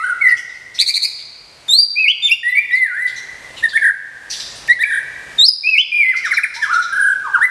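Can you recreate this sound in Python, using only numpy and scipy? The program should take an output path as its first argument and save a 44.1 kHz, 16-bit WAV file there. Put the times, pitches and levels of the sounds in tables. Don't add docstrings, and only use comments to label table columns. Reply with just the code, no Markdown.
import sys
import numpy as np
from scipy import signal
from scipy.fft import rfft, irfft
from scipy.io import wavfile
from scipy.ndimage import uniform_filter1d, map_coordinates

SR = 44100
rng = np.random.default_rng(int(sys.argv[2]) if len(sys.argv) > 2 else 0)


def voltage_ratio(level):
    return 10 ** (np.asarray(level, float) / 20)


def wav_record(signal):
    frames = np.transpose(np.atleast_2d(signal))
    bounded = np.clip(frames, -1, 1)
    quanta = np.round(bounded * 32767).astype(np.int16)
    wavfile.write(sys.argv[1], SR, quanta)


N = 330750
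LEAD = SR // 2
LONG = N + LEAD
CLOCK = (np.arange(LONG) - LEAD) / SR


def at_hz(points, hz):
    points_hz, points_db = np.transpose(points)
    return np.interp(np.log(hz), np.log(points_hz), points_db)


def band(x, low_hz, high_hz, order=2):
    sos = signal.butter(order, [low_hz, min(high_hz, .45 * SR)], "band", fs=SR, output="sos")
    return signal.sosfilt(sos, x)


def wobble(count, hz):
    low_pass = signal.butter(2, hz, fs=SR, output="sos")
    slow = signal.sosfilt(low_pass, rng.standard_normal(count + 2000))[2000:]
    return slow / slow.std()


def span(start_s, length_s):
    first = LEAD + round(start_s * SR)
    part = slice(first, min(first + round(length_s * SR), LONG))
    return part, CLOCK[part]


def edges(t, rise_s, fall_s):
    nearest_end = np.minimum((t - t[0]) / rise_s, (t[-1] - t) / fall_s)
    return np.sin(np.pi / 2 * np.clip(nearest_end, 0, 1)) ** 2


# (frequency_hz, level_db per Hz)
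AMBIENCE = [(25, -19), (45, 0), (100, -7.5), (140, -1), (190, -10), (330, -8), (600, -5.5), (1200, -8),
            (2500, -9), (4500, -14.5), (8500, -18.5), (11300, -26.5), (15500, -50.5)]
# (time_s, level_db)
TRAFFIC = [
    (0, -1),
    (1.3, -9),
    (2.3, -6),
    (3.6, -0.5),
    (5.4, 0),
    (6.5, 1),
    (7.5, 0.5),
]


def ambience():
    hz = np.maximum(np.fft.rfftfreq(LONG, 1 / SR), 1)
    shape = voltage_ratio(at_hz(AMBIENCE, hz))
    noise = irfft(rfft(rng.standard_normal(LONG)) * shape, LONG)
    swell_db = np.interp(CLOCK, *np.transpose(TRAFFIC)) + 0.6 * wobble(LONG, 1.2)
    return noise * voltage_ratio(swell_db) / np.sqrt(np.mean(shape ** 2 * (hz < 700)))


# (time_s, pitch_hz, level_db)
ARCH = [(0, 1250, -22), (.03, 1345, -20.5), (.04, 1473, -17.5), (.085, 1508, -22), (.103, 1504, -15.5),
        (.138, 1320, -28), (.148, 1340, -35)]
SETTLE = [(0.21, 2197, -20.5), (0.222, 2205, -10.5), (0.234, 2086, -24), (0.24, 2050, -10.5),
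          (0.272, 1984, -7.5), (0.302, 1952, -15.5), (0.326, 1911, -7.5), (0.356, 1924, -28)]
SWEEP = [(1.681, 3780, -33.5), (1.689, 3536, -18), (1.711, 3696, -8.5), (1.723, 3760, -15.5),
         (1.739, 4030, -5), (1.777, 4470, -14), (1.791, 4680, -3.5), (1.815, 4777, -11),
         (1.85, 4657, -14.5)]
HOOK = [(2.222, 3555, -23.5), (2.234, 3545, -15), (2.254, 3602, -9.5), (2.273, 3560, -15.5),
        (2.287, 2678, -23.5), (2.298, 2262, -20), (2.312, 2466, -14.5), (2.319, 2725, -5),
        (2.34, 2796, -19)]
SCOOP = [(2.71, 1866, -19), (2.74, 1985, -9.5), (2.791, 2102, -15.5), (2.841, 1970, -10),
         (2.881, 1600, -28.5), (2.927, 1416, -27), (2.991, 1872, -21), (3.03, 2032, -18), (3.07, 1959, -17)]
PIP = [(4.677, 2890, -34), (4.684, 1760, -24.5), (4.691, 1813, -13.5), (4.7, 1934, -7.5), (4.714, 1892, -6),
       (4.727, 2064, -14), (4.733, 2135, -15.5)]
CLIMB = [(5.38, 3910, -33), (5.388, 3588, -10), (5.426, 3850, -6), (5.452, 4327, -7), (5.466, 5250, -11),
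         (5.478, 5550, -20), (5.486, 4890, -2.5), (5.504, 5095, -20), (5.543, 4760, -18.5)]
STEPS = [(5.919, 2404, -18.5), (5.958, 2433, -11), (6.0, 2397, -10.5), (6.03, 2227, -11.5),
         (6.049, 2035, -17), (6.107, 2075, -9), (6.124, 1885, -28.5), (6.149, 1288, -27.5)]
LIFT = [(6.67, 992, -43), (6.7, 1235, -19), (6.717, 1464, -16), (6.732, 1370, -13), (6.764, 1385, -14),
        (6.778, 1340, -19), (6.79, 1385, -10.5), (6.806, 1380, -11.5)]
CLOSE = [(7.407, 1335, -24.5), (7.419, 1700, -10), (7.44, 1988, -10), (7.459, 2068, -11)]
STUTTER = [(3.625, 1740, -29.5), (3.632, 1765, -17), (3.641, 1905, -9), (3.649, 1850, -19),
           (3.657, 1785, -9), (3.667, 1730, -17)]
# (octave_db over the windpipe rule, upper_partials_db)
FIGURE_OVERTONES = [(-4, -30.5), (-0.5, -35), (6, -25.5), (2, -31), (-3.5, -30.5), (-2.5, -30), (1, -35),
                    (-8, -30), (-2.5, -37.5), (-4, -27), (-5.5, -39.5)]
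# (time_s, pitch_hz, level_db)
ANSWERS = [
    [(2.703, 3100, -46), (2.72, 3800, -37), (2.735, 3900, -34), (2.748, 3850, -39)],
    [(2.722, 5250, -48), (2.74, 5250, -45), (2.752, 4600, -43), (2.766, 4150, -46)],
]
# (time_s, pitch_hz, level_db)
RUN_UP = [(.777, 1900, -40), (.783, 2500, -33), (.788, 3350, -25)]


def long_figures():
    figures = (ARCH, SETTLE, SWEEP, HOOK, SCOOP, PIP, CLIMB, STEPS, LIFT, CLOSE, STUTTER)
    notes = [(figure, *overtones) for figure, overtones in zip(figures, FIGURE_OVERTONES)]
    return notes + [(thin, -20, -60) for thin in [*ANSWERS, RUN_UP]]


# (start_s, length_s, first_pitch_hz, second_pitch_hz, level_db)
FALL = [(0, 0.067, -12), (.25, .08, -2), (.65, .65, -5), (1, 0.98, -20)]
FALLS = [
    (6.24, 0.047, 1924, 1098, -15),
    (6.308, 0.037, 2266, 1199, -10.5),
    (6.368, 0.03, 2419, 1280, -6.5),
    (6.433, 0.021, 2574, 1395, -8.5),
    (7.239, 0.058, 1295, 799, -20),
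]
DROOP = [(0, .06, -19), (.25, 0, -2), (.45, .22, 0), (.75, .75, -21.5), (1, 0.854, -16.5)]
DROOPS = [
    (6.614, 0.055, 1799, 1153, -10),
    (7.332, 0.057, 1594, 794, -7),
]
RISE = [(0, 0.017, -8), (.4, .5, -3), (.7, .92, 2.5), (.88, 0.94, 1.5), (1, 0.74, -3)]
RISES = [
    (2.432, 0.097, 1866, 2011, -12.5),
    (2.55, 0.047, 2180, 2355, -11),
    (6.56, 0.051, 889, 985, -33.5),
]
CHIP = [(0, 0.09, -20), (.45, 1, -0.5), (.75, .7, 3.5), (1, 0.14, -7.5)]
CHIPS = [
    (3.772, 0.007, 1830, 2280, -8.5),
    (4.833, 0.01, 2140, 2383, -8.5),
]
HOLD = [(0, 0.11, -5), (.15, .5, -5), (.5, 0.94, 1), (1, .9, -0.5)]
HOLDS = [
    (-.36, .12, 2870, 2640, -14.5),
    (-.2, 0.18, 2133, 1988, -18.5),
    (6.145, .035, 2070, 2085, -16.5),
    (4.851, 0.143, 1654, 1735, -17.5),
    (6.924, 0.21, 1557, 1582, -13),
]
DIP = [(0, .25, -22), (.22, .36, -8), (.36, .52, -7.5), (.65, .47, -11.5), (.85, .36, -6),
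       (1, 0.076, -10.5)]
DIPS = [
    (1.957, .105, 2098, 3081, -5),
    (5.635, .127, 2122, 3116, -4.5),
]
KICK = [(0, 0, -12.5), (.4, .55, -11), (.65, 0.71, -3.5), (.82, 0.96, -0.5), (.93, .45, -1.5), (1, .4, 2)]
KICKS = [
    (3.733, .038, 1544, 1905, -10),
    (4.79, .04, 1650, 2040, -10),
]
TRILL = [(0, .3, -9), (.15, .6, -3), (.35, 1.1, 0), (.6, .9, -2), (.85, .3, -2.5), (1, .3, -8)]
TRILLS = [
    (3.813, .1, 1652, 1760, -9.5),
]
# (time_s after the dip, share of the way, level_db)
FLICK = [(0.012, 0.134, -13.5), (0.021, 0.617, 0), (0.028, 0.821, -6), (.038, .96, -6), (.048, .97, -9),
         (.051, 1.33, -9), (.057, 1.28, -13)]
# (octave_db over the windpipe rule, upper_partials_db)
OVERTONES = [
    (-3, -26.5),
    (-1, -36.5),
    (-3.5, -25),
    (-9, -49),
    (1.5, -32),
    (-3, -35),
    (4, -28),
    (1.5, -32),
]


def short_notes():
    kinds = [(FALL, FALLS), (DROOP, DROOPS), (RISE, RISES), (CHIP, CHIPS),
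             (HOLD, HOLDS), (DIP, DIPS), (KICK, KICKS), (TRILL, TRILLS)]
    notes = []
    for (shape, rows), overtones in zip(kinds, OVERTONES):
        for start_s, length_s, first_hz, second_hz, level_db in rows:
            points = [(share * length_s, way, under_db) for share, way, under_db in shape]
            if shape is DIP:
                points += [(length_s + after_s, way, under_db) for after_s, way, under_db in FLICK]
            path = [(start_s + t, first_hz + way * (second_hz - first_hz), level_db + under_db)
                    for t, way, under_db in points]
            notes.append((path, *overtones))
    return notes


# (first_crest_s, end_s, start_rate_hz, end_rate_hz, depth as a share of pitch)
WARBLES = [
    (-.19, -0.029, 44, 45.7, 0.061),
    (0.044, 0.1, 43.4, 43.5, 0.06),
    (0.25, 0.338, 53.6, 48.7, 0.031),
    (3.824, 3.92, 47.5, 47.5, 0.095),
    (4.902, 4.99, 41, 41, 0.105),
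    (6.723, 6.828, 25, 24.4, 0.039),
    (6.929, 7.018, 28.1, 31.3, 0.065),
    (7.026, 7.14, 42.35, 39.9, 0.049),
]


def warble():
    factor = np.ones(LONG)
    for crest_s, end_s, from_hz, to_hz, depth in WARBLES:
        start_s = crest_s - 1 / (4 * from_hz)
        part, t = span(start_s, end_s - start_s)
        turns = np.cumsum(np.linspace(from_hz, to_hz, len(t))) / SR
        swell = np.clip(.5 + turns / 2.5, 0, 1)
        factor[part] += depth * swell * np.sin(2 * np.pi * turns) * edges(t, 0.0011, 0.0052)
    return factor


# (frequency_hz, level_db)
TRACT = [(2500, 2.5), (5000, -4), (6500, -12.5), (8000, -3.5), (9500, 8.5), (11500, -5), (14000, -8),
         (17000, -62)]
# (pitch_hz, level_db against the fundamental)
OCTAVE = [(900, -5), (1200, -25.5), (1750, -25.5), (2050, -27), (2600, -21), (3600, -25), (5000, -33)]
# (time_s, octave_gain_db, upper_partials_gain_db)
BEAK = [(0, 3, 0.5), (.3, -12.5, -4.5), (1.75, 5, 7.5), (2.0, -11, -15), (2.28, -1, 3), (2.45, -8, -14),
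        (3.1, -6, -2.5), (3.7, 12, 7), (3.9, -19, -4.5), (4.7, 4.5, -9.5), (4.81, 11.5, -1.5),
        (4.88, -3.5, 3.5), (5.45, 5.5, -6), (5.95, -7.5, -15.5), (6.3, -6, -3.5), (6.75, -4, 4),
        (7.05, -12, -1.5), (7.45, -1, -6)]
EFFORT = 0.17
THIRD_DB = -5


def whistles():
    out = np.zeros(LONG)
    tremble = warble() * (1 + 0.0058 * wobble(LONG, 130))
    patchy = voltage_ratio(4.5 * wobble(LONG + SR, 45))
    beak_s, throat_db, beak_db = np.transpose(BEAK)
    throat = voltage_ratio(np.interp(CLOCK, beak_s, throat_db))
    beak = voltage_ratio(np.interp(CLOCK, beak_s, beak_db))
    for path, octave_db, upper_db in long_figures() + short_notes():
        path_s, path_hz, path_db = np.transpose(path)
        part, t = span(path_s[0] - .003, path_s[-1] - path_s[0] + .007)
        glide = uniform_filter1d(np.interp(t, path_s, path_hz), size=260)
        pitch = glide * tremble[part]
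        phase = 2 * np.pi * np.cumsum(pitch) / SR
        level_db = np.interp(t, path_s, path_db)
        effort = voltage_ratio(EFFORT * (level_db - path_db.max()))
        octave = effort * voltage_ratio(octave_db + at_hz(OCTAVE, pitch)) * throat[part] * patchy[part]
        tone = np.sin(phase) + octave * np.sin(2 * phase)
        for k in range(3, 13):
            partial_db = upper_db + THIRD_DB * (k == 3) - 2.5 - 9.2 * max(k - 6, 0)
            level = voltage_ratio(partial_db + at_hz(TRACT, k * pitch)) * (k * pitch < .45 * SR)
            own_patches = patchy[k * SR // 13:][part]
            tone += level * beak[part] * own_patches * np.sin(k * phase)
        out[part] += np.sqrt(2) * voltage_ratio(level_db) * edges(t, .006, .007) * tone
    return out


# (start_s, peak_level_db, low_voice_hz, high_voice_hz, rasp_db)
CHIRPS = [(0.2901, -23.5, 2766, 4690, 0.5), (0.372, -27.5, 3140, 5500, 7.5),
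          (0.4944, -32, 3710, 5100, -4.5), (0.54, -36, 3000, 4800, 1.5), (0.748, -21, 4300, 5300, -1.5),
          (1.1874, -31, 3670, 3890, 1.5), (2.76, -21, 4030, 4300, -21.5), (3.0753, -22, 3660, 4410, 0.5),
          (3.164, -19.5, 3980, 5930, -6), (3.5723, -17.5, 2866, 3930, -5), (3.69, -17, 3750, 4480, -8.5),
          (4.304, -13.5, 4700, 5700, 1.5), (4.33, -15, 3700, 4700, -2), (4.368, -25, 4600, 7500, 2.5),
          (4.4022, -16, 3926, 4900, -1.5), (4.456, -23, 3900, 4800, -1.5), (4.507, -30, 4000, 7200, 1.5),
          (4.5578, -32, 4010, 9000, 4.5), (6.166, -21, 4650, 5500, -1.5), (6.2529, -17, 3800, 5500, -4),
          (6.3395, -12, 4100, 5400, -13), (6.545, -20.5, 4140, 5370, 1), (6.6244, -23.5, 3360, 5500, 4.5),
          (6.734, -16.5, 4000, 5750, -3), (6.8221, -16, 3920, 5580, -6.5)]


def far_chirps():
    out, shake = np.zeros(LONG), wobble(LONG + SR, 370)
    grit = voltage_ratio(2.5 * shake[::-1][:LONG] - 1)
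    white = grit * rng.standard_normal(LONG)
    rasp, top = band(white, 2500, 6210), band(white, 6570, 7300)
    fizz = band(white[::-1], 7500, 10800)
    for start_s, peak_db, low_hz, high_hz, rasp_db in CHIRPS:
        part, t = span(start_s - .009, 0.051)
        since = t - t[0]
        fall = 1.08 - 4.5 * since
        low_pitch = low_hz * fall * (1 + 0.027 * shake[part])
        high_pitch = high_hz * fall * (1 + 0.037 * shake[SR:][part])
        low = np.sin(2 * np.pi * np.cumsum(low_pitch) / SR)
        high = np.sin(2 * np.pi * np.cumsum(high_pitch) / SR)
        tone = low + voltage_ratio(-1.5) * high + voltage_ratio(-2.5) * top[part]
        throat = sum(band(white[part], .88 * hz, 1.08 * hz) for hz in (low_hz, high_hz))
        late = np.clip(since / .03, 0, 1)
        harsh = voltage_ratio(1.5) * rasp[part] + voltage_ratio(10.5) * throat + voltage_ratio(-1.5) * late * fizz[part]
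        tone += voltage_ratio(rasp_db) * harsh
        dying = np.exp(-since / 0.021)
        out[part] += voltage_ratio(peak_db - 11.5) * edges(t, .013, 0.0094) * dying * tone
    return out


# (start_s, length_s, first_pitch_hz, last_pitch_hz, level_db)
BUZZES = [
    (0.784, 0.054, 1660, 2380, -11.5),
    (0.859, 0.06, 1960, 2340, -14),
    (0.935, 0.056, 1930, 2270, -15),
    (1.016, 0.053, 2000, 2380, -15),
]
# (first_crest_s, depth as a share of pitch, bend of the rise)
FLUTTERS = [
    (.793, .095, .75),
    (.866, .07, .9),
    (.939, .075, .8),
    (1.02, .08, .8),
]
# (multiple of the pitch, level_db)
BUZZ_PARTIALS = [(1, -2.5), (2, -0.5), (3, -21), (4, -17), (5, -24.5), (6, -34.5)]
FLUTTER_HZ, BREATH_DB = 95.2, -12


def buzzes():
    out, shake = np.zeros(LONG), wobble(LONG, 400)
    uneven = voltage_ratio(2.5 * wobble(LONG, 120))
    white = rng.standard_normal(LONG)
    breath, croak = band(white, 5700, 9200), band(white, 2280, 2600)
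    for (start_s, length_s, from_hz, to_hz, db), (crest_s, depth, bend) in zip(BUZZES, FLUTTERS):
        part, t = span(start_s, length_s)
        done = (t - t[0]) / length_s
        flutter = 2 * np.pi * FLUTTER_HZ * (t - crest_s)
        arch = np.cos(flutter) - .3 * np.cos(2 * flutter + .6)
        rise = from_hz + (to_hz - from_hz) * done ** bend
        pitch = rise * (1 + depth * arch + .006 * shake[part])
        phase = 2 * np.pi * np.cumsum(pitch) / SR
        swell = np.sin(np.pi * done ** 1.05)
        growth = {1: done ** 3, 2: 1}
        tone = sum(voltage_ratio(level_db) * growth.get(k, swell) * np.sin(k * phase) for k, level_db in BUZZ_PARTIALS)
        pulsing = 1 + .42 * np.cos(2 * flutter + 3.0) + .3 * np.cos(flutter + .1)
        air = breath[part] + voltage_ratio(11.0) * done * pulsing * croak[part]
        voice = pulsing * uneven[part] * tone + voltage_ratio(BREATH_DB) * swell * air
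        out[part] += np.sqrt(2) * voltage_ratio(db) * edges(t, 0.008, 0.017) * voice
    return out


# (middle_s, level_db)
PUFFS = [
    (1.683, -32.5),
    (3.601, -46),
    (4.678, -31),
    (4.827, -30),
    (5.38, -39.5),
    (5.776, -34),
]
PUFF_S = 0.014


def puffs():
    out, air = np.zeros(LONG), band(rng.standard_normal(LONG), 1200, 9000)
    for middle_s, db in PUFFS:
        part, t = span(middle_s - PUFF_S / 2, PUFF_S)
        out[part] += voltage_ratio(db) * edges(t, PUFF_S / 2, PUFF_S / 2) * air[part]
    return out


# (frequency_hz, t60_s to fade by 60 dB, level_db)
YARD = [(726, 0.34, -2), (1400, 0.99, -5.5), (2040, 1.4, -10.5), (3560, 1.04, -10.5), (5500, 1.11, -9.5),
        (8650, 0.51, -9), (13260, 0.33, -9)]
# (delay_s, level_db)
ECHOES = [(.0028, -18.5), (.0055, -7), (.011, -16), (.016, -14.5), (.0195, -14.5), (.025, -14), (.041, -27),
          (.065, -18.5), (.07, -22.5)]


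def yard(x):
    t, tail = np.arange(3 * SR // 2) / SR, 0
    hz = np.array(YARD)[:, 0]
    cuts = np.sqrt(np.r_[hz[0] / 4, hz] * np.r_[hz, hz[-1] * 2])
    for low_hz, high_hz, (_, t60_s, db) in zip(cuts, cuts[1:], YARD):
        dying = voltage_ratio(-60 * t / t60_s)
        dense = band(rng.standard_normal(len(t)), low_hz, high_hz)
        tail = tail + voltage_ratio(db) * dense * dying / np.sqrt(np.sum(dying ** 2))
    tail = tail * np.clip((t - .004) / 0.0062, 0, 1)
    slaps = np.zeros(len(t))
    for delay_s, db in ECHOES:
        slaps[round(delay_s * SR)] = voltage_ratio(db)
    dull = signal.butter(1, 5000, fs=SR)
    return signal.fftconvolve(x, tail + signal.lfilter(*dull, slaps))[:LONG]


# (time_s, depth_db)
DUCKS = [(-.15, 12), (0.326, 5.5), (0.797, 5), (1.736, 11), (2.044, 4.5), (2.331, 6.5), (2.746, 7.5),
         (3.652, 5.5), (3.848, 8.5), (4.702, 7), (5.413, 19), (5.776, 6), (5.981, 3.5), (6.344, 7.5),
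         (6.72, 4), (7.0, 4.5), (7.401, 6.5)]
REST_DB, DUCK_S, RECOVER_S = 13, 0.059, 0.59


def recorder_gain():
    db = REST_DB
    for duck_s, depth_db in DUCKS:
        since = np.maximum(CLOCK - duck_s, 0)
        db = db - depth_db * (1 - np.exp(-since / DUCK_S)) * np.exp(-since / RECOVER_S) * 1.5
    return voltage_ratio(db)


def scene():
    gain = recorder_gain()
    near = (whistles() + buzzes()) / gain
    far = far_chirps() / gain
    sway = np.arange(LONG) + SR * .00013 * wobble(LONG, 12)
    echoes = yard(map_coordinates(near + voltage_ratio(10.5) * far, [sway], order=3))
    mix = near + far + echoes + puffs() / gain + voltage_ratio(-53.0) * ambience()
    return mix[None, LEAD:]


def roll_off(x):
    return signal.sosfilt(signal.butter(12, 15700, fs=SR, output="sos"), x)


def record(dry):
    dull_top = signal.butter(8, 14300, fs=SR, output="sos")
    heard = signal.sosfilt(dull_top, dry * recorder_gain()[LEAD:])
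    limited = .97 * heard / (1 + heard ** 8) ** (1 / 8)
    no_bass = signal.butter(2, 28, "high", fs=SR, output="sos")
    return roll_off(signal.sosfilt(no_bass, limited))


dry = scene()
out = record(dry)
wav_record(out)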